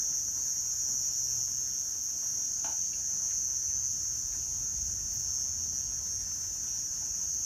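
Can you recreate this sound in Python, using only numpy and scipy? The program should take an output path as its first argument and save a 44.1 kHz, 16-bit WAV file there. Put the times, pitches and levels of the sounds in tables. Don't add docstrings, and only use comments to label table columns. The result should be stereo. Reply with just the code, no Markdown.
import sys
import numpy as np
from scipy import signal
from scipy.fft import rfft, irfft, next_fast_len
from scipy.io import wavfile
from scipy.ndimage import uniform_filter1d

SR = 44100
rng = np.random.default_rng(int(sys.argv[2]) if len(sys.argv) > 2 else 0)


def transcribe(signal):
    frames = np.atleast_2d(signal).T
    limited = np.clip(frames, -1, 1)
    pcm = np.round(limited * 32767).astype(np.int16)
    wavfile.write(sys.argv[1], SR, pcm)


N = 328545
SIZE = next_fast_len(N + SR)
HZ = np.fft.rfftfreq(SIZE, 1 / SR)
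T = np.arange(N) / SR

# (f/Hz, relative level/dB)
CLICK_COLOUR = [(4400, -46.5), (5050, -25), (5260, -15.5), (5450, -9), (5800, -3), (6100, -1.5), (6300, 5),
                (6500, 2), (6750, -1.5), (7050, -17), (7600, -26), (9200, -39), (10300, -51.5),
                (11300, -37.5), (12300, -25.5), (13300, -31), (14200, -51.5)]
# (f/Hz, level/dB)
ECHO_SHARE = [(4700, -1), (5200, -7), (5500, -2), (6100, 4), (7000, 0), (9000, -2), (12400, -8)]


def gain_of(db):
    return 10 ** (np.asarray(db) / 20)


def evened(x):
    return x / np.sqrt(np.mean(x ** 2) + 1e-20)


def read(points, hz):
    f, value = np.transpose(points)
    return np.interp(np.log(hz + 1), np.log(f + 1), value)


def over_time(points):
    return np.interp(T, *np.transpose(points))


def wander(top_hz):
    t = T[::64]
    slow = 0
    for f in np.geomspace(top_hz / 20, top_hz, num=16):
        slow = slow + np.sin(2 * np.pi * (f * t + rng.random())) / np.sqrt(f)
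    return np.interp(T, t, evened(slow))


def echoes(t60, first_s):
    t = np.arange(SR // 2) / SR
    tail = rng.standard_normal((2, len(t))) * gain_of(-60 * t / t60) * (t > first_s)
    return rfft(tail / np.linalg.norm(tail, axis=1, keepdims=True), SIZE)


def left_port_path(hz):
    lag_s = 33 / SR
    # (f/Hz, phase/rad)
    port_turn = [(1400, 1.5), (2760, .7), (4130, 3.2), (5300, 2.6), (7050, 2.1), (9000, 0)]
    return np.exp(-2j * np.pi * hz * lag_s + 1j * read(port_turn, hz))


def rumble():
    # (t/s, level/dB)
    swell = [(0, -58), (1.6, -58.5), (2.2, -62.5), (3.4, -55), (4.2, -52.5), (4.9, -47), (5.4, -51),
             (5.8, -50.5), (7.0, -54.5), (7.45, -53.5)]
    # (f/Hz, relative level/dB)
    colour = [(12, -40), (20, -35), (47, -0.5), (76, -1), (92, -1.5), (118, -8.5), (200, -20), (260, -47),
              (440, -120)]
    gust_db, gust_hz = 0.5, 9.6
    a, b = rng.standard_normal((2, SIZE))
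    pair = rfft(np.array([a + 0.12 * b, a - 0.066 * b]))
    low = irfft(pair * gain_of(read(colour, HZ)) * (HZ < 200), SIZE)[:, :N]
    return evened(low) * gain_of(over_time(swell) + gust_db * wander(gust_hz))


def tones():
    # (start t/s, end t/s, start f/Hz, end f/Hz, rms pitch waver/Hz, level/dB)
    glides = [(0, 3.3, 127, 120, 5, -66), (1.1, 2.7, 290, 270, 4, -73), (3.3, 4.3, 335, 370, 3, -76),
              (3.7, 4.25, 117, 122, 1.5, -59), (4.2, 4.65, 124, 132, 2, -65), (4.8, 5.9, 246, 240, 2, -73),
              (4.9, 6.3, 188, 182, 2, -70), (3.9, 4.8, 300, 330, 3, -75), (4.2, 7.1, 225, 200, 2, -72),
              (5.4, 5.85, 87, 85, 2, -56), (5.85, 6.7, 90, 85, 5, -62), (6.84, 6.98, 1750, 1400, 120, -68)]
    out = np.zeros(N)
    for start, end, from_hz, to_hz, width, db in glides:
        hz = np.interp(T, (start, end), (from_hz, to_hz)) + width * wander(top_hz=5 * width)
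        fade = np.clip(np.minimum(T - start, end - T) / (end - start) * 5, 0, 1)
        sine = np.sqrt(2) * np.sin(2 * np.pi * np.cumsum(hz) / SR)
        out += gain_of(db + 5.2 * wander(top_hz=6.6)) * fade * sine
    return out


def night():
    # (f/Hz, relative level/dB)
    colour = [(90, -5), (150, 0), (250, -5.5), (480, -10), (900, -11.5), (1600, -10.5), (2300, -14.5),
              (3600, -18), (4250, -18), (4600, -7), (5200, -9), (8000, -9.5), (9300, -12), (10200, -17),
              (13500, -34), (14200, -7), (15600, -41)]
    # (f/Hz, likeness 0-1)
    likeness = [(100, 0.81), (300, 0.84), (500, 0), (950, 0.6), (1200, 0.46), (1700, 0.46), (2900, 0.71),
                (3500, 0), (10000, 1)]
    level_db = -51.5
    frames, hz = N // 256 + 5, np.fft.rfftfreq(1024, 1 / SR)
    a, b, c, d, uneven = rng.standard_normal((frames, 513, 5)).T
    uneven = uniform_filter1d(uneven, 14, axis=0)
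    uneven = evened(uniform_filter1d(uneven, 12, axis=1))
    flicker = evened(uniform_filter1d(rng.standard_normal(frames), 6))
    same = np.clip(read(likeness, hz), 0, 1)[:, None]
    late = np.where(hz > 1100, left_port_path(hz), 1)[:, None]
    right = a + 1j * b
    left = same * late * right + np.sqrt(1 - same ** 2) * (c + 1j * d)
    low_cut_db = 40 * (hz < 60)[:, None]
    shape_db = read(colour, hz)[:, None] + 1.8 * uneven + .8 * flicker - low_cut_db
    z = np.array([left, right]) * gain_of(shape_db)
    return gain_of(level_db) * evened(signal.istft(z, nperseg=1024, noverlap=768)[1][:, :N])


def struck(blows, rise_s):
    t, out = np.arange(2000) / SR, np.zeros(SIZE)
    for s, db, modes in blows:
        ring = np.zeros(len(t))
        for k, (f, width, mode_db) in enumerate(modes):
            dying = np.sin(2 * np.pi * f * t) * np.exp(-np.pi * width * t)
            ring += (-1) ** k * gain_of(mode_db) * dying
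        ring *= 1 - np.exp(-t / rise_s)
        out[round(s * SR):][:len(t)] += gain_of(db) * ring / abs(ring).max()
    return rfft(out)


def taps():
    # (t/s, peak/dB)
    knocks = [(2.645, -31.5), (2.652, -42), (2.663, -37.5), (2.678, -47), (2.69, -39.5), (2.705, -47),
              (2.722, -42), (7.012, -49), (7.027, -48.5), (7.044, -59)]
    # (f/Hz, width/Hz, relative level/dB)
    knock_modes = [(307, 65, -19), (720, 190, -3.5), (920, 103, -3.5), (1470, 245, -2), (2310, 600, -2.5),
                   (2900, 550, 1), (4150, 630, -2)]
    # (t/s, peak/dB)
    snaps = [(2.9315, -41), (2.9345, -44), (2.9385, -43)]
    # (f/Hz, width/Hz, relative level/dB)
    snap_modes = [(950, 250, -12), (1580, 300, -11), (2310, 160, -4), (2750, 130, 1), (3410, 500, -5),
                  (4160, 150, -6), (4560, 90, -3)]
    # (t/s, peak/dB, f/Hz, echo blow over dry blow/dB)
    ticks = [(1.476, -48, 1490, 12), (2.229, -46, 889.5, 10), (3.308, -44, 1800, 9), (4.324, -43, 2060, 5),
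             (6.3166, -43, 1360, 1), (6.439, -48.5, 1520, 10.5)]
    # (t/s, peak/dB)
    pings = [(2.0328, -36), (4.126, -47), (4.2694, -41), (5.1362, -34), (5.1994, -42), (6.628, -43),
             (7.3416, -40)]
    # (f/Hz, width/Hz, relative level/dB)
    ping_modes = [(10000, 900, -9), (12200, 700, -4), (13400, 450, 0), (14500, 450, 1), (15500, 600, -2)]
    tick_width_hz = 930
    knock_echo_db, snap_echo_db, ping_echo_db = 5.5, -2, 8

    porch = echoes(t60=.2, first_s=.002)
    knock = struck([(*row, knock_modes) for row in knocks], rise_s=0.00099)
    snap = struck([(*row, snap_modes) for row in snaps], rise_s=.001)
    ping = struck([(*row, ping_modes) for row in pings], rise_s=0.00017)
    dry_ticks, echo_ticks = [], []
    for s, db, hz, echo_db in ticks:
        dry_ticks.append((s, db, [(hz, tick_width_hz, 0), (2 * hz, tick_width_hz, -3)]))
        echo_ticks.append((s, db + echo_db, [(hz, tick_width_hz, 0)]))
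    out = knock * (1 + gain_of(knock_echo_db) * porch)
    out += snap * (1 + gain_of(snap_echo_db) * porch)
    out += struck(dry_ticks, rise_s=0.00086)
    out += struck(echo_ticks, rise_s=0.00014) * porch
    out += ping * (1 + gain_of(ping_echo_db) * porch)
    return irfft(out, SIZE)[:, :N]


def clicks(rate, jitter, uneven_db):
    chance = rng.standard_normal((1100, 2))
    turns = np.cumsum(rate) / SR + rng.random()
    turns = turns + jitter * np.interp(turns, np.arange(1100), chance[:, 0])
    angle = np.pi * ((turns + .5) % 1 - .5) + 1e-9
    pulse = np.sin(301 * angle) / np.sin(angle)
    return pulse * gain_of(uneven_db * chance[np.round(turns).astype(int), 1])


def stirring():
    stir_hz, steady = 4.0, 1.2
    weights = np.array([steady * np.ones(N), wander(stir_hz), wander(stir_hz)])
    return weights / np.linalg.norm(weights, axis=0)


def ongoing(train, rate):
    before = train[:round(20 * SR / rate)]
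    return rfft(np.concatenate([train, np.zeros(SIZE - N - len(before)), before]))


def far_insects():
    count, level_db, rate_hz = 3, -56, 133.5
    share, body = gain_of(read(ECHO_SHARE, HZ)), gain_of(read(CLICK_COLOUR, HZ))
    song = 0
    for _ in range(count):
        train = evened(clicks(rate_hz + 1.6 * wander(top_hz=.6), jitter=0.001, uneven_db=4))
        path = echoes(t60=0.42, first_s=0) * share / share.max()
        song = song + gain_of(level_db) * rfft(train, SIZE) * path * body
    return song


def near_insects():
    # (t/s, rate/Hz)
    paces = [
        [(0, 133.3), (.3, 133.12), (1.4, 133.08), (1.6, 133.2), (1.9, 133.58), (2.5, 133.74), (2.88, 134.72),
         (3.07, 135.05), (3.2, 135.55), (3.85, 134.75), (4, 134.36), (4.7, 133.48), (5, 133.52), (5.7, 133.03),
         (6.2, 132.97), (7.45, 133.2)],
        [(0, 132.5), (.3, 132.8), (.55, 132.86), (.7, 133.05), (.95, 132.85), (1.2, 132.82), (1.75, 133.3),
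         (2.6, 132.68), (3.25, 132), (3.45, 131.98), (3.65, 131.78), (4.8, 131.24), (4.92, 131.72),
         (5.1, 131.53), (5.5, 132.44), (5.9, 132.98), (6.65, 133.02), (7.45, 132.32)],
        [(0, 134.3), (.2, 134.5), (.5, 135.28), (.82, 135.58), (2.3, 134.5), (3.65, 133.92), (4, 135.09),
         (4.4, 135.62), (4.74, 135.5), (4.92, 135.6), (5.3, 135.12), (6.05, 134.6), (7.2, 134.05),
         (7.45, 134.2)],
        [(0, 132.65), (.4, 133.15), (1, 134.78), (1.35, 134.9), (2.05, 134.3), (2.9, 133.2), (3.45, 132.8),
         (4, 132.6), (4.75, 133.8), (5.27, 134.27), (6.1, 133.4), (7.45, 132.7)],
        [(0, 132.3), (1.2, 132.7), (2.8, 132), (3.6, 132.1), (4, 132.6), (4.6, 133.05), (5.1, 133),
         (5.6, 132.35), (7.2, 131.6), (7.45, 131.6)],
    ]
    # (level/dB, ring pitch as a factor on the click colour)
    singers = [(-32.5, 0.9866), (-34, 0.996), (-42.5, 1.048), (-42, 0.988), (-40.5, 1.0356)]
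    # (t/s, level/dB)
    chorus = [(0, 0.5), (1, 1), (1.7, -0.5), (3, 0), (4, -0.5), (5, -0.5), (5.5, 0), (6, -1.5), (7.45, -1)]
    ease_s = .1
    wobble, wobble_hz = .06, 5
    swell_db, swell_hz = .8, 1
    leaves_db = 4

    share = gain_of(read(ECHO_SHARE, HZ))
    straight = np.array([left_port_path(HZ), np.ones(len(HZ))])
    song = 0
    for pace, (level_db, factor) in zip(paces, singers):
        eased = uniform_filter1d(over_time(pace), round(ease_s * SR), mode="nearest")
        rate = eased + wobble * wander(wobble_hz)
        train = evened(clicks(rate, jitter=0.001, uneven_db=1.6))
        drift_db = swell_db * wander(swell_hz) + 0.34 * wander(top_hz=11)
        train *= gain_of(level_db + over_time(chorus) + drift_db)
        ring = gain_of(read(CLICK_COLOUR, HZ / factor)) / np.sqrt(1 + share ** 2)
        for weight in stirring():
            smeared = 1 + gain_of(leaves_db) * echoes(t60=0.21, first_s=0)[0]
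            smeared = smeared / np.sqrt(1 + gain_of(2 * leaves_db))
            path = straight * smeared + share * echoes(t60=0.25, first_s=0.0017)
            song = song + ongoing(train * weight, rate[0]) * path * ring
    return song


def insects():
    # (t/s, level/dB)
    octave = [(0, 5), (2.2, 3.5), (2.5, 1), (5, 2), (7.45, 2.5)]
    song = near_insects() + far_insects()
    upper = HZ > 10300
    main_ring = irfft(song * ~upper, SIZE)[:, :N]
    upper_ring = irfft(song * upper, SIZE)[:, :N]
    both = main_ring + gain_of(over_time(octave)) * upper_ring
    body = gain_of(read(CLICK_COLOUR, HZ))
    return both / np.sqrt(np.mean(body ** 2))


def scene():
    return rumble() + tones() + night() + taps() + insects()


def record(dry):
    # (f/Hz, left minus right/dB)
    port_tilt = [(60, -0.5), (130, 2.5), (290, -2.5), (640, 2.5), (1410, 0.5), (3100, -0.5), (6820, 1),
                 (15000, 0)]
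    edge_hz = 15700
    tilt = gain_of(read(port_tilt, HZ) * np.array([[.5], [-.5]]))
    wet = irfft(rfft(dry, SIZE) * tilt, SIZE)[:, :N]
    low_pass = signal.firwin(1501, edge_hz, window=("kaiser", 9), fs=SR)
    return signal.oaconvolve(wet, low_pass[None], "same")


dry = scene()
out = record(dry)
transcribe(out)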